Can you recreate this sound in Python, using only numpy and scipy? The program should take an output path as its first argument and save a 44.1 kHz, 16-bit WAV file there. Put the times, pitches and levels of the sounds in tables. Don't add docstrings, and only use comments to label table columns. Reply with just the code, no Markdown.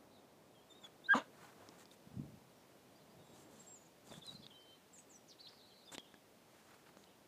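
import sys
import numpy as np
from scipy import signal
from scipy.fft import rfft, irfft, next_fast_len
from scipy.io import wavfile
from scipy.ndimage import map_coordinates

SR = 44100
rng = np.random.default_rng(int(sys.argv[2]) if len(sys.argv) > 2 else 0)


def file_out(sig):
    cols = np.atleast_2d(sig).T
    lim = np.clip(cols, -1, 1)
    pcm = np.round(lim * 32767).astype(np.int16)
    wavfile.write(sys.argv[1], SR, pcm)


N = 320851

# t/s, level/dB
BREEZE_LEVEL = [(0.0, -64), (0.36, -66.5), (0.97, -65.5), (1.36, -66.5), (1.66, -63), (1.88, -66),
                (2.27, -66.5), (2.92, -66.5), (3.4, -63.5), (3.79, -67), (4.3, -67.5), (4.52, -67),
                (4.96, -68.5), (7.28, -67.5)]
HISS_LEVEL = [(.4, -73.5), (1.3, -71), (7.28, -71.5)]
# f/Hz, relative density/dB
BREEZE_SPECTRUM = [(25, -17.5), (50, -14), (100, -3.5), (220, 1.5), (600, -1.5), (1000, -7.5),
                   (1600, -17.5), (3000, -27), (8000, -35)]
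HISS_SPECTRUM = [(200, -13.5), (1500, 3.5), (3500, 1.5), (7000, -2.5), (11000, -5.5), (15000, -6)]
GUST_SPECTRUM = [(30, -21), (70, -7), (100, -3.5), (140, 3.5), (220, -4.5), (330, -9), (600, -26),
                 (1500, -82.5)]
SWISH_SPECTRUM = [(40, -21), (130, 14), (300, 0.5), (1600, -4), (3000, -8.5), (8000, -11), (15000, -4.5)]
GRIT_SPECTRUM = [(800, -2), (2000, -10), (3500, 0), (5200, -4), (7200, 3), (10000, -5), (15000, -14.5)]
# f/Hz, t60/s
HEDGE_DECAY = [(200, .13), (1500, 0.21), (4000, 0.21), (10000, 0.2)]
# peak t/s, level/dB, rise/(dB/s), fall/(dB/s)
GUSTS = [(2.195, -50.5, 190, 85), (3.22, -66.5, 50, 29), (4.12, -63.5, 197.5, 60), (4.41, -64.5, 120, 195)]
# t/s, peak/dB, f/Hz
EDDIES = [(2.075, -49, 178), (2.118, -54, 200), (2.143, -49, 160), (2.165, -47, 230), (2.174, -38, 150),
          (2.185, -47, 210), (2.1985, -33.5, 206), (2.211, -47, 200), (2.219, -41.5, 170),
          (2.252, -45, 190), (2.344, -51, 160), (4.18, -46, 179), (4.352, -48.5, 182), (4.402, -51, 160)]
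# t/s, length/s, level/dB, centre f/Hz, relative grit/dB
STROKES = [(0.828, 0.055, -64, 1140, -11), (1.304, 0.26, -66, 1040, -11), (1.396, 0.097, -68.5, 1250, -9),
           (1.543, .28, -66, 806, -12), (1.779, 0.066, -68.5, 1000, 1.5), (1.905, .05, -73, 3000, 2),
           (3.325, 0.13, -72.5, 698, 4), (3.474, 0.26, -72, 597, 1.5), (4.04, 0.18, -62, 563, -4),
           (4.22, 0.16, -68, 710, -0.5), (5.476, 0.076, -71, 1280, -14), (5.915, 0.047, -56.5, 900, -2),
           (6.463, 0.413, -71.5, 1400, -6.5), (6.663, .11, -74, 1450, -17),
           (6.852, 0.0524, -66.5, 1500, -18.5), (6.962, 0.1, -70.5, 505, -5)]
# t/s, level/dB, f/Hz, relative knock/dB, ring t60/s, rise/s
CLICKS = [(1.689, -41.5, 5130, -4, 0.0035, 0.000084), (1.811, -55, 2200, 0, 0.0046, 5e-5),
          (1.856, -43, 4770, -20, 0.0054, 2e-4), (1.914, -46, 3690, -21.5, 0.0254, 2e-4),
          (4.076, -56, 1300, 0, .005, 5e-5), (4.122, -41.5, 630, -12, 0.036, 5e-5),
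          (4.14, -45.5, 1687, -17, 0.014, 1e-4), (4.267, -42.5, 8850, -35, 0.0075, 0.000054),
          (4.466, -28.5, 3736, -35, 0.0072, 0.00067), (4.988, -48.5, 2510, -12, .005, 2e-4),
          (5.919, -48.5, 1200, -0.5, .007, 2e-5), (5.947, -43, 3150, -2, 0.0082, 2e-5),
          (5.9506, -39, 3030, -7, 0.0065, 2e-5), (5.9819, -29, 3264, -7.5, 0.0026, 0.000036),
          (5.9965, -49, 5500, -20, .003, 1e-4), (6.1419, -47, 1670, -4, 0.023, 0.000025),
          (6.9709, -46, 1190, -4, 0.0046, 2e-5), (7.04, -50, 3980, -12, 0.0086, 0.000091)]
# t/s, length/s, f/Hz, level/dB, mid-
# note dip/dB
HELD_NOTES = [(3.175, .06, 3720, -74.5, 2), (3.235, .125, 7580, -74.5, 0), (3.215, .125, 3450, -77.5, 7),
              (3.25, .115, 3790, -75, 4), (3.38, .11, 7490, -77, 0), (3.591, 0.038, 7500, -57.5, 1.5),
              (3.662, 0.095, 7545, -55.5, 0.5), (4.533, .232, 3100, -62.5, 5.5), (4.54, .036, 3890, -67, 1),
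              (5.681, .17, 4060, -75, 2), (6.735, .035, 4520, -76, 0)]
# t/s, f/Hz, level/dB, warble
CHIRPS = [(3.75, 6880, -60, .25), (3.805, 6980, -68.5, .3), (3.845, 6820, -70, 0.53),
          (4.125, 3500, -62, 0.35), (4.16, 3600, -66, 0.35), (4.213, 3540, -56.5, 0.43),
          (4.242, 4090, -59, .1), (4.272, 3880, -50, 0.074), (4.339, 4130, -57, 0.2),
          (4.42, 3400, -61.5, 0.32), (4.501, 3190, -61.5, 0.55), (4.978, 8040, -62.5, 0.146),
          (5.14, 5850, -61, 0.16), (5.15, 7780, -69, .2), (5.424, 4023, -62, 0.27), (5.59, 3970, -65, 0.71),
          (5.85, 4900, -68, 0.32), (5.872, 3550, -57.5, 0.2), (5.93, 3676, -58, 0.84),
          (5.981, 3274, -57.5, 0.185), (6.045, 3120, -71, 0.47)]
# t/s, length/s, start f/Hz, end f/Hz, level/dB, warble
SWEEPS = [(2.55, .08, 5930, 5200, -81, .3), (2.948, .04, 4500, 5000, -75, .15),
          (3, .03, 4250, 3950, -77, .15), (3.095, .04, 4500, 5150, -75, .15),
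          (3.565, .06, 4350, 3620, -78, .15), (4.088, .022, 4950, 4400, -67, .2),
          (4.106, .024, 3970, 3250, -59.5, 0.18), (4.143, .024, 4000, 3150, -60, .3),
          (4.255, 0.027, 5400, 4400, -68, .25), (4.3, 0.048, 4700, 4560, -65.5, 0.17),
          (4.428, .02, 4590, 3400, -61, .25), (4.434, 0.033, 5000, 4150, -67, .3),
          (4.587, .055, 5370, 4200, -74, .7), (4.925, 0.082, 7870, 6400, -61.5, .45),
          (5.092, 0.065, 8030, 5800, -63.5, 0.47), (5.277, 0.061, 7100, 3040, -60, 0.85),
          (5.383, 0.039, 3400, 4900, -59, 1), (5.444, 0.043, 4780, 3340, -58, .8),
          (5.465, 0.033, 3510, 5000, -56, 0.89)]
# t/s, length/s, f/Hz, level/dB
TWITTERS = [(0.106, 0.09, 3810, -75.5), (4.348, .075, 4650, -73), (4.646, 0.13, 3900, -77),
            (5.491, 0.057, 4750, -72), (5.522, 0.33, 4230, -70.5), (6.025, 0.15, 3309, -75),
            (6.96, 0.074, 6550, -78), (7.059, .08, 3450, -76.5)]
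# t/s, length/s, start f/Hz, middle f/Hz, end f/Hz, level/dB, relative octave/dB
WHINES = [(0.545, 0.064, 3350, 3200, 3060, -72.5, -30), (0.607, 0.036, 3380, 3290, 3270, -76, -30),
          (0.694, 0.043, 3680, 3590, 3580, -61.5, -8), (0.74, 0.064, 3620, 3760, 3660, -69, -18.5),
          (0.814, 0.028, 3660, 3660, 3580, -68, 0), (0.831, 0.04, 3560, 3410, 3330, -54.5, -15),
          (1.039, .02, 3530, 3640, 3700, -59.5, -29), (1.053, 0.021, 3720, 3900, 4270, -53.5, -32)]
OVERTONES_DB = [-21.5, -42, -47, -50, -55]
# t/s, dip/dB
CATCHES = [(1.1, 7), (1.1345, 8)]
# f/Hz, width/Hz, relative level/dB
CHEST = [(160, 70, -1), (232, 80, 5), (353, 76, -9), (475, 45, -6), (590, 45, 4), (1020, 130, 1)]
MOUTH_OPEN = [(300, 240, -3), (570, 120, -2), (1010, 250, 3.5), (1440, 450, -1), (2170, 300, -11.5),
              (2900, 370, -10.5), (3780, 980, -11), (6730, 910, -14.5), (10000, 5600, -35.5)]
MOUTH_HALF_SHUT = [(280, 120, -14), (600, 240, 2.5), (1002, 290, -6), (1437, 240, 0.5), (2140, 300, -12),
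                   (2810, 540, -12), (3710, 1200, -14), (6730, 1500, -31)]

BREAK_S = 1.132


def amp(db):
    return 10 ** (np.asarray(db) / 20)


def unit(x):
    return x / np.sqrt(np.mean(x ** 2) + 1e-20)


def along(points, hz):
    f, v = np.transpose(points)
    return np.interp(np.log(hz + 1), np.log(f + 1), v)


def wobble(rate_hz, size=N):
    knots = rng.standard_normal(int(size * rate_hz / SR) + 4)
    return map_coordinates(knots, [np.arange(size) * rate_hz / SR])


def filtered(x, response):
    m = next_fast_len(N + SR // 2)
    return irfft(rfft(x, m) * response(np.fft.rfftfreq(m, 1 / SR)), m)[:N]


def coloured(x, spectrum):
    return unit(filtered(x, lambda hz: amp(along(spectrum, hz))))


def add(track, at_s, x):
    start = max(round(at_s * SR), 0)
    track[start:start + len(x)] += x[:N - start]


def arch(u, edge):
    return np.sin(np.pi / 2 * np.clip(np.minimum(u, 1 - u) / edge, 0, 1))


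def envelope(peak_s, db, rise_db_per_s, fall_db_per_s, hold_s=0):
    t = np.arange(N) / SR - peak_s
    return amp(db - rise_db_per_s * np.maximum(-t, 0) - fall_db_per_s * np.maximum(t - hold_s, 0))


def field():
    t = np.arange(N) / SR
    breeze_db = np.interp(t, *np.transpose(BREEZE_LEVEL)) + 0.51 + 0.35 * wobble(9)
    hiss_db = np.interp(t, *np.transpose(HISS_LEVEL))
    breeze = amp(breeze_db) * coloured(rng.standard_normal(N), BREEZE_SPECTRUM)
    return breeze + amp(hiss_db) * coloured(rng.standard_normal(N), HISS_SPECTRUM)


def hedges(x):
    hz, t, noise = signal.stft(rng.standard_normal(SR // 2), SR, nperseg=256)
    tail = signal.istft(noise * amp(-60 * t / along(HEDGE_DECAY, hz)[:, None]), SR, nperseg=256)[1]
    return signal.fftconvolve(x, tail / np.linalg.norm(tail))[:N]


def wind():
    buffeting = rng.standard_normal(N) * amp(2.5 * wobble(45))
    out = sum(envelope(*gust) for gust in GUSTS) * coloured(buffeting, GUST_SPECTRUM)
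    t = np.arange(-SR // 50, SR // 50) / SR
    for at_s, peak_db, hz in EDDIES:
        eddy = np.cos(2 * np.pi * hz * t) * np.exp(-(t * hz / .7) ** 2)
        add(out, at_s + t[0], amp(peak_db) * eddy)
    return out


def rustles():
    swish = coloured(rng.standard_normal(N) * amp(2.8 * wobble(120)), SWISH_SPECTRUM)
    grit = coloured(rng.standard_normal(N) * amp(2.3 * wobble(600)), GRIT_SPECTRUM)
    out = np.zeros(N)
    for at_s, length_s, db, hz, grit_db in STROKES:
        u = np.linspace(0, 1, int(length_s * SR))
        span = slice(round(at_s * SR), round(at_s * SR) + len(u))
        body = unit(signal.lfilter(*signal.iirpeak(hz, Q=.8, fs=SR), swish[span]))
        add(out, at_s, amp(db) * arch(u, edge=0.29) * (body + amp(grit_db) * grit[span]))
    return out


def clicks():
    snap_t60_s, knock_t60_s, knock_hz = 0.00092, 0.014, 250
    crack_band = signal.butter(3, [130, 5800], 'bandpass', fs=SR)
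    out, t = np.zeros(N), np.arange(SR // 15) / SR
    knock_decay = amp(-60 * t / knock_t60_s)
    knock = np.cos(2 * np.pi * knock_hz * t + np.pi / 12) * knock_decay * (1 - np.exp(-t / 6e-5))
    for at_s, db, hz, knock_db, t60_s, rise_s in CLICKS:
        ring_decay = 1.86 * amp(-60 * t / snap_t60_s) + 0.5 * amp(-60 * t / t60_s)
        ring = np.sin(2 * np.pi * hz * t) * ring_decay * (1 - np.exp(-t / rise_s))
        crack = 0.57 * signal.lfilter(*crack_band, rng.standard_normal(len(t))) * knock_decay
        add(out, at_s, amp(db) * (ring + amp(knock_db / 2) * crack + amp(knock_db) * knock))
    return out


def scrape(at_s=5.918, length_s=.04, db=-58.5, hz=7350, width_hz=650):
    out, u = np.zeros(N), np.linspace(0, 1, int(length_s * SR))
    ring = signal.lfilter(*signal.iirpeak(hz, hz / width_hz, fs=SR), rng.standard_normal(len(u)))
    add(out, at_s, amp(db) * arch(u, edge=.2) * unit(ring))
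    return out


def whistle(length_s, pitches_hz, db, warble, octave_db=-32):
    u = np.linspace(0, 1, int(length_s * SR))
    glide_hz = np.polyval(np.polyfit([0, .5, 1], pitches_hz, 2), u)
    phase = 2 * np.pi * np.cumsum(glide_hz * (1 + 0.082 * warble * wobble(800, len(u)))) / SR
    tone = unit(np.sin(phase) + amp(octave_db) * np.sin(2 * phase))
    flicker_db = (1.5 + warble) * wobble(130, len(u))
    return tone * arch(u, edge=min(.4, 0.021 / length_s)) * amp(db + flicker_db)


def chirp(hz, db, warble, length_s=0.034, fall=0.051):
    return whistle(length_s, [hz * (1 + fall), hz, hz * (1 - fall / 3)], db, warble)


def birds():
    fade_db_per_s, step_s, spread_hz = 10, .018, 300
    held, song = np.zeros(N), np.zeros(N)
    for at_s, length_s, hz, db, dip_db in HELD_NOTES:
        note = whistle(length_s, [hz, hz, hz], db, warble=.06)
        fade_db = fade_db_per_s * np.arange(len(note)) / SR
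        add(held, at_s, note * amp(-dip_db * np.hanning(len(note)) ** 2 - fade_db))
    for at_s, hz, db, warble in CHIRPS:
        add(song, at_s, chirp(hz, db, warble))
    for at_s, length_s, start_hz, end_hz, db, warble in SWEEPS:
        add(song, at_s, whistle(length_s, [start_hz, (start_hz + end_hz) / 2, end_hz], db, warble))
    for at_s, length_s, hz, db in TWITTERS:
        for delay_s in np.arange(0, length_s - step_s / 2, step_s):
            add(song, at_s + delay_s, chirp(hz + spread_hz * rng.standard_normal(), db, warble=.65))
    return amp(-2) * (held + song) + hedges(amp(-14) * held + amp(-8) * song)


def whines():
    out = np.zeros(N)
    for at_s, length_s, *pitches_hz, db, octave_db in WHINES:
        add(out, at_s, whistle(length_s, pitches_hz, db, warble=.1, octave_db=octave_db))
    return out


def squeak():
    onset_s, swell_s, release_s, release_db_per_s = 1.0795, 0.0077, 1.1415, 2998
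    break_hz, scoop_hz, climb_hz_per_s, sag_hz_per_s = 1645, 30, 1800, 22000
    beat_hz, tumble_s, catch_width_s, press_db_per_s = 290, .0078, 0.0021, 200
    t = np.arange(N) / SR
    before_s, after_s = np.maximum(BREAK_S - t, 0), np.maximum(t - BREAK_S, 0)
    slack = np.exp(-np.maximum(t - onset_s, 0) / swell_s)
    broken = np.interp(t, [BREAK_S - catch_width_s, BREAK_S + catch_width_s], [0, 1])
    roughness = np.interp(broken, [0, 1], [0.035, 0.14])
    hz = break_hz - climb_hz_per_s * before_s - scoop_hz * slack - sag_hz_per_s * after_s
    db = -25 - 60 * slack - release_db_per_s * np.maximum(t - release_s, 0)
    db -= sum(dip_db * np.exp(-((t - at_s) / catch_width_s) ** 2) for at_s, dip_db in CATCHES)
    phase = 2 * np.pi * np.cumsum(hz * (1 + 0.13 * roughness * wobble(700))) / SR
    side = np.arange(4)[:, None]
    weights = np.exp(-(side - after_s / tumble_s) ** 2)
    weights *= np.where(side > 0, broken, 1) / (1 + broken) ** .35
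    tone = np.sum(weights * np.sin(phase - 2 * np.pi * side * beat_hz * after_s), axis=0)
    overtones = sum(amp(level_db) * np.sin(k * phase) for k, level_db in enumerate(OVERTONES_DB, 2))
    overtones *= amp(-press_db_per_s * before_s)
    shimmer = amp(.45 * wobble(190))
    gain = (t >= onset_s) * amp(db + 2 * roughness * wobble(450)) * np.sqrt(2)
    return gain * shimmer * (tone + shimmer ** 3 * overtones)


def woof():
    flap_hz, push_hz, push_s, push_width_s = 200, 100, 1.175, .018
    peak_s, length_s, jaws_closing_s = 1.152, .15, (1.178, 1.205)
    t = np.arange(N) / SR
    gate = (t > BREAK_S) & (t < BREAK_S + length_s)
    rate_hz = flap_hz + push_hz * np.exp(-((t - push_s) / push_width_s) ** 2)
    cycles = np.cumsum(gate * rate_hz * (1 + .06 * wobble(220))) / SR
    flaps = np.diff(np.floor(cycles), prepend=0) * amp(1.8 * wobble(250))
    bursts = rng.standard_normal(N) * (1 + .7 * np.cos(2 * np.pi * cycles))

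    def low_cut(f):
        return f ** 4 / (f ** 4 + 118 ** 4)

    def chest(f):
        modes = sum(amp(db) * 1j * f * bw / (hz * hz - f * f + 1j * f * bw) for hz, bw, db in CHEST)
        return modes / (1 + (f / 1500) ** 4) * low_cut(f)

    def mouth(f, shape):
        return low_cut(f) * sum(amp(db) / (1 + (2 * (f - hz) / bw) ** 2) ** 1.12 for hz, bw, db in shape)

    voice = -filtered(flaps, chest)
    open_rasp = unit(filtered(bursts, lambda f: mouth(f, MOUTH_OPEN)))
    half_shut_rasp = unit(filtered(bursts, lambda f: mouth(f, MOUTH_HALF_SHUT)))
    closing = np.interp(t, jaws_closing_s, [0, 1])
    rasp = (1 - closing) * open_rasp + closing * half_shut_rasp
    voice_gain = envelope(peak_s, db=-31, rise_db_per_s=3000, fall_db_per_s=680, hold_s=.007)
    rasp_gain = envelope(peak_s, db=-38, rise_db_per_s=1100, fall_db_per_s=450, hold_s=.028)
    return gate * (voice_gain * voice / voice[gate].std() + rasp_gain * rasp / rasp[gate].std())


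def dog():
    whine, bark = whines(), squeak() + woof()
    return whine + bark + hedges(amp(-15.5) * whine + amp(-16.5) * bark)


def scene():
    return (dog() + birds() + wind() + clicks() + rustles() + field() + scrape())[None]


def record(dry):
    bass_hz, top_hz = 54.8, 15300
    return filtered(dry[0], lambda hz: (hz < top_hz) * hz ** 2 / np.hypot(hz ** 2, bass_hz ** 2))[None]


dry = scene()
out = record(dry)
file_out(out)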